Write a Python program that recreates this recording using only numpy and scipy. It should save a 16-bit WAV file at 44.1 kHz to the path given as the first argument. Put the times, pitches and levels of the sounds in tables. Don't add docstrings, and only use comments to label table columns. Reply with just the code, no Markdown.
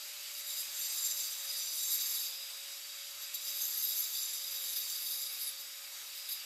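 import sys
import numpy as np
from scipy import signal
from scipy.fft import rfft, irfft, dct, next_fast_len
from scipy.io import wavfile
from scipy.ndimage import uniform_filter1d, map_coordinates

SR = 44100
rng = np.random.default_rng(int(sys.argv[2]) if len(sys.argv) > 2 else 0)


def undo_db(level):
    steps = np.asarray(level, float) / 20
    return 10 ** steps


def store_pcm(level_fs):
    pcm = np.round(np.clip(level_fs, -1, 1) * 32767).astype(np.int16)
    wavfile.write(sys.argv[1], SR, np.atleast_2d(pcm).T)


N = 284435
T = np.arange(N) / SR
SIZE = next_fast_len(N + 8192)
HZ = np.fft.rfftfreq(SIZE, 1 / SR)
GEAR = 9 / 32


def unit(x):
    return x / np.sqrt(np.mean(np.abs(x) ** 2) + 1e-20)


def curves(rows):
    s, *cols = np.transpose(rows)
    return [np.interp(T, s, c) for c in cols]


def wobble(rate_hz):
    knots = rng.standard_normal(int(N * rate_hz / SR) + 4)
    return map_coordinates(knots, [T * rate_hz])


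def coloured(x, points):
    f, db = np.transpose(points)
    gain = undo_db(np.interp(np.log(HZ + 1), np.log(f), db))
    return irfft(rfft(x, SIZE) * gain, SIZE)[:N]


def fan_air():
    # frequency in Hz, level in dB per Hz.
    fan_spectrum = [(25, -46), (42, -24), (60, -13.5), (95, -24), (260, -20), (400, -13.5), (600, -11.5),
                    (1200, -5.5), (2500, 0), (4200, 1), (7500, -0.5), (9300, -6), (11900, 0.5),
                    (14000, -5.5), (15200, -14.5)]
    # frequency in Hz, width in Hz, level in dB.
    housing = [(829, 11, 3), (1253, 100, -4.5), (2240, 100, 0), (2616, 200, -6), (7030, 51, 2),
               (8000, 140, 7.5)]
    z = signal.stft(rng.standard_normal(N + 512), nperseg=512)[2]
    field = rng.standard_normal(z.shape)
    field = uniform_filter1d(uniform_filter1d(field, 6, 0), 12, 1)
    patchy = signal.istft(z * undo_db(1.2 * unit(field)), nperseg=512)[1][:N]
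    air = coloured(patchy, fan_spectrum)
    peaks = 1 + sum(undo_db(db) / (1 + (2 * (HZ - hz) / width) ** 2) / 2 for hz, width, db in housing)
    return unit(irfft(rfft(air, SIZE) * peaks, SIZE)[:N])


def motor(turns, load):
    # cycles per disc turn, level in dB.
    disc_orders = [(2, -15.5), (3, -16), (4, -30), (5, -12.5), (8, -5.5), (24, 7)]
    # cycles per rotor turn, level in dB.
    rotor_orders = [(10, -64), (12, -64.5), (14, -64)]
    recede_db_per_s = -0.18
    strain_db = 0.9 * uniform_filter1d(load, size=8001)
    whine_db = -69 + 1.73 * recede_db_per_s * T + strain_db + (1.4 + 0.12 * T) * wobble(8.3)
    fan_db = -55 + recede_db_per_s * T + strain_db + 0.44 * wobble(7)

    def tone(cycles, db, blur_rad):
        level = undo_db(db + 0.7 * wobble(9.6) + 1.5 * wobble(0.8))
        return level * np.sin(2 * np.pi * cycles + blur_rad * wobble(40))

    blades = sum(tone(k * turns, db, 0.089 * k) for k, db in rotor_orders)
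    tones = np.sin(2 * np.pi * turns + 0.21 * wobble(40))
    tones += sum(tone(k * GEAR * turns, db, 0.011 * k) for k, db in disc_orders)
    tones += (0.29 + load) * tone(GEAR * turns, -19.5, 0.1)
    return np.sqrt(2) * undo_db(whine_db) * tones + blades + undo_db(fan_db + 9.0) * fan_air()


def contact():
    # time in s, rim pressure in dB, lean in dB that feeds the middle modes.
    hands = [(0, -54.5, 2.5), (.44, -54, 0.5), (.5, -41, -1), (.72, -46.5, 3), (1.06, -38, 5.5),
             (1.3, -44, 2), (1.56, -44.5, -0.5), (1.9, -37.5, 3.5), (2.24, -40, -2), (2.31, -49, -3),
             (2.65, -56, 2.5), (3.3, -55, 1.5), (3.46, -43, 0.5), (4.0, -37.5, 0.5), (4.4, -44, -2),
             (4.8, -40, -2.5), (5.49, -43.5, -5), (5.55, -54, -4)]
    # time in s, half length in s, level in dB, extra squeal in dB.
    bites = [(0.054, 0.034, 1, 10), (0.377, 0.052, 6.5, 10.5), (0.613, 0.047, 3.5, 0), (0.677, .03, -4, -8),
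             (0.801, 0.017, 2.5, 14.5), (1.195, 0.024, 0, -1), (1.274, .04, 2, -10), (1.6, 0.14, 1, -6),
             (1.746, .05, 2, -8), (1.936, 0.021, 1.5, 5), (2.035, .03, -0.5, 3), (2.146, 0.024, 0.5, 5),
             (2.207, 0.017, -1.5, 4), (2.241, 0.016, 3.5, -5), (2.726, 0.017, 4.5, 0),
             (3.233, 0.038, 6, 10), (3.349, .014, 7.5, 10), (3.633, 0.052, 1.5, 9), (3.832, 0.096, 0, 10),
             (4.0, 0.043, -0.5, 8.5), (4.08, .03, -3, 1), (4.345, 0.078, 0.5, -6), (4.778, .04, 0, 7),
             (4.84, 0.044, -2, -12), (5.14, .04, 2, 3), (5.33, .06, -4, 5), (5.428, 0.025, -0.5, 9.5),
             (5.6, 0.017, 9, 0), (6.195, .06, 4.5, -5), (6.32, 0.032, 11.5, 12.5)]
    # level in dB at firm pressure, growth in dB per dB of pressure, share of the lean.
    families = [
        (-41, 0.8, -0.23),
        (-41, 0.83, 0.77),
        (-43, 1.22, -0.19),
        (-49, 1.2, -0.026),
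    ]
    firm_db = -42
    pressure_db, lean_db = curves(hands)
    shapes = [np.exp(-((T - s) / half_s) ** 2) for s, half_s, _, _ in bites]
    bite_db, extra_db = np.transpose(bites)[2:] @ shapes
    press_db = pressure_db + bite_db - firm_db
    drives = [db + grows * press_db + share * lean_db + 0.69 * wobble(19) for db, grows, share in families]
    drives[-1] = drives[-1] + extra_db
    return drives


def ring(force, modes, own_db, drift, favoured_hz=None, favour_db=0):
    # time in s, half length in s, mode in Hz, level in dB.
    flares = [(.5, 0.037, 3830, 6), (.8, 0.34, 8475, 4.5), (.9, .2, 10600, -2), (1.15, 0.24, 7300, 2),
              (1.61, .18, 5930, 8), (1.7, 0.4, 8475, 4.5), (1.585, 0.12, 4930, 6), (2.2, .1, 4625, 2.5),
              (2.35, .08, 4930, 6), (3.63, 0.043, 6418, 9), (3.795, 0.25, 4625, -4), (3.81, .03, 6418, 8),
              (3.854, 0.089, 7300, -5), (3.99, 0.035, 5930, 3), (4.05, .4, 8475, -4), (4.263, .07, 7300, 7),
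              (4.36, .1, 5930, 7.5), (4.62, .07, 3850, 2.5), (4.801, 0.26, 5930, 3), (4.85, .2, 4625, 0.5),
              (5.465, 0.059, 10600, 9), (5.65, .15, 4680, 4), (6.194, 0.038, 4930, 4.5),
              (6.31, .04, 4700, -3), (6.322, 0.035, 3870, 6), (6.321, 0.026, 11310, 9.5)]
    out = np.zeros(N)
    for hz, width_hz, db in modes:
        pole = np.exp(-np.pi * width_hz / SR)
        luck_db = own_db * np.clip(wobble(13), -2, 2)
        if favour_db:
            luck_db += favour_db * np.exp(-(np.log(hz / favoured_hz) / 0.075) ** 2)
        for s, half_s, flare_hz, flare_db in flares:
            off_pitch = (np.log(hz / flare_hz) / 0.018) ** 4
            off_time = np.abs((T - s) / half_s) ** 3
            luck_db += flare_db * np.exp(-off_pitch - off_time)
        noise = rng.standard_normal(N) + 1j * rng.standard_normal(N)
        shake = force * undo_db(luck_db) * noise
        swing = np.sqrt(1 - pole ** 2) * signal.lfilter([1], [1, -pole], shake)
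        cycles = np.cumsum(hz * (1 + drift * wobble(5))) / SR
        out += undo_db(db) * np.real(swing * np.exp(2j * np.pi * cycles))
    return out / np.sqrt(sum(undo_db(db) ** 2 for _, _, db in modes))


def disc(turns, drives):
    # frequency in Hz, width in Hz, level in dB.
    low_modes = [(3540, 75, -5), (3800, 27, -4), (3883, 18, -3), (4643, 40, -4.5), (4616, 23, -7),
                 (4860, 23, -7.5), (4950, 21, -1), (5063, 23, -7), (5370, 22, -10)]
    middle_modes = [(5930, 28, -3), (6350, 20, -8), (6418, 20, -4), (7235, 35, -4), (7305, 30, 0),
                    (7362, 25, -3), (8475, 30, -5), (9155, 50, -19)]
    high_modes = [(10445, 45, -1), (10560, 40, -4), (10775, 45, 0), (11305, 50, -1), (11545, 35, -4),
                  (12500, 250, -5), (13905, 40, -3), (14230, 70, -3), (14850, 90, -9)]
    squeal_modes = [(12872, 14, 0), (12925, 40, -6)]
    # frequency in Hz, level in dB per Hz.
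    grit_spectrum = [(1500, -43), (3000, -24), (4400, -4), (7000, -5), (8800, -9.5), (9700, -17.5),
                     (10500, -4.5), (12800, 1), (14500, -5.5), (15300, -4.5)]
    # time in s, level in dB, fade in s.
    snags = [
        (.8, 3, .03),
        (1.185, 4, .008),
        (3.338, 8, .004),
        (4.757, 4, .004),
        (5.6, 3, .02),
        (6.286, 11, .003),
    ]
    low_db, middle_db, high_db, squeal_db = drives
    low_hz, middle_hz = 4520 + 110 * wobble(6), 7100 + 100 * wobble(5)
    throb = 1 + 0.4 * np.cos(2 * np.pi * GEAR * turns)
    uneven_db = np.clip(0.89 * wobble(40) + 1.2 * wobble(90), -4, 3.5)
    rough = unit(undo_db(uneven_db) * throb)
    for s, db, fade_s in snags:
        age = np.maximum(T - s, 0) / fade_s
        rough = rough * undo_db(db * np.e * age * np.exp(-age))
    touch = 1 / (1 + undo_db(2.7 * (-52.0 - middle_db)))
    gear_shake = undo_db(-53.0 + 1.7 * wobble(2.83))
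    low_force = np.hypot(undo_db(low_db - 5.0) * rough, gear_shake)
    middle_force = undo_db(middle_db - 5.5) * touch * rough
    plate = ring(low_force, low_modes, own_db=1.26, drift=0.002, favoured_hz=low_hz, favour_db=3.5)
    plate += ring(middle_force, middle_modes, own_db=1.67, drift=0.0015, favoured_hz=middle_hz, favour_db=1.5)
    plate += ring(undo_db(high_db - 4.0) * rough, high_modes, own_db=3.0, drift=0.001)
    plate += ring(undo_db(squeal_db + 0.5) * rough, squeal_modes, own_db=-0.8, drift=0.00099)
    grains = rng.standard_normal(N) * undo_db(2.6 * rng.standard_normal(N))
    hiss = unit(coloured(grains, grit_spectrum)) * rough ** 0.7
    plate = coloured(plate, [(20, -62), (1500, -30), (3000, -0.5)])
    return plate + undo_db(0.65 * high_db + 0.37 * middle_db - 1.5) * hiss


def bumps():
    # time in s, level in dB, frequency in Hz, length in s.
    thumps = [
        (1.25, -82, 60, .4),
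        (3.17, -75, 62, .3),
        (3.73, -74, 185, .12),
        (5.13, -75, 190, .16),
        (5.15, -77, 270, .12),
        (5.87, -81, 170, .12),
    ]
    out = np.zeros(N)
    for s, db, hz, length_s in thumps:
        swell = np.exp(-(3 * (T - s) / length_s) ** 2)
        cycles = np.cumsum(hz * (1 + 0.165 * wobble(30))) / SR
        out += undo_db(db) * swell * np.sin(2 * np.pi * cycles)
    return out


def scene():
    # time in s, speed in Hz.
    speed = [(0.0, 585.2), (0.64, 579.2), (1.13, 562.5), (1.92, 552.3), (2.26, 548.5), (2.59, 562.1),
             (3.02, 570.6), (3.5, 573.3), (4.27, 550.4), (5.35, 546.4), (6.0, 569.5), (6.45, 574.4)]
    turns = np.cumsum(uniform_filter1d(curves(speed)[0], size=4001)) / SR
    drives = contact()
    load = np.clip(undo_db(drives[2] + 51.5), 0, 1.5)
    mono = motor(turns, load) + disc(turns, drives) + bumps()
    return np.array([mono, mono])


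def masked(x, jitter_db):
    # frequency in Hz, level in dB.
    coarse = [(2000, -28), (4000, -13), (6500, -6), (8500, -1), (9400, 1), (9800, 3.5), (10150, 3),
              (10300, -.5), (12500, -.5), (14000, .5), (14800, 2), (15300, 9)]
    m, h = 1024, 512
    window = np.sin(np.pi * (np.arange(2 * m) + 0.5) / (2 * m))
    padded = np.pad(x, (m, 2 * m))
    frames = np.lib.stride_tricks.sliding_window_view(padded, 2 * m)[::m] * window
    a, b, c, d = np.split(frames, 4, axis=1)
    lines = dct(np.hstack([-c[:, ::-1] - d, a - b[:, ::-1]]), type=4, norm="ortho")
    power = uniform_filter1d(uniform_filter1d(lines ** 2, size=221, axis=1), size=3, axis=0)
    mask = np.sqrt(power + 1e-16)
    luck = np.repeat(rng.standard_normal((len(lines), 64)), 16, axis=1)
    line_hz = (np.arange(m) + 0.5) * SR / 2 / m
    step_db = np.interp(line_hz, *np.transpose(coarse)) + jitter_db * np.clip(luck, -1.5, 2.5)
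    step = mask * undo_db(step_db)
    lines = np.sign(lines) * np.floor(np.abs(lines) / step + 0.4) * step
    y = dct(lines, type=4, norm="ortho")
    p, q = y[:, :h], y[:, h:]
    back = np.hstack([q, -q[:, ::-1], -p[:, ::-1], -p]) * window
    return (back[1:, :m] + back[:-1, m:]).ravel()[:N]


def band_limit(x):
    return signal.sosfilt(signal.butter(12, 15700, fs=SR, output="sos"), x)


def record(dry):
    colour = [(20, -7.0), (9000, 0), (9500, 0.5), (9900, -6.0), (10180, -7.5), (10350, -1.0),
              (14800, 1.0), (15200, -4), (15650, -5), (15750, -90)]
    mono = masked(coloured(dry[0], colour), jitter_db=2.5)
    return band_limit(np.array([mono, mono]))


dry = scene()
out = record(dry)
store_pcm(out)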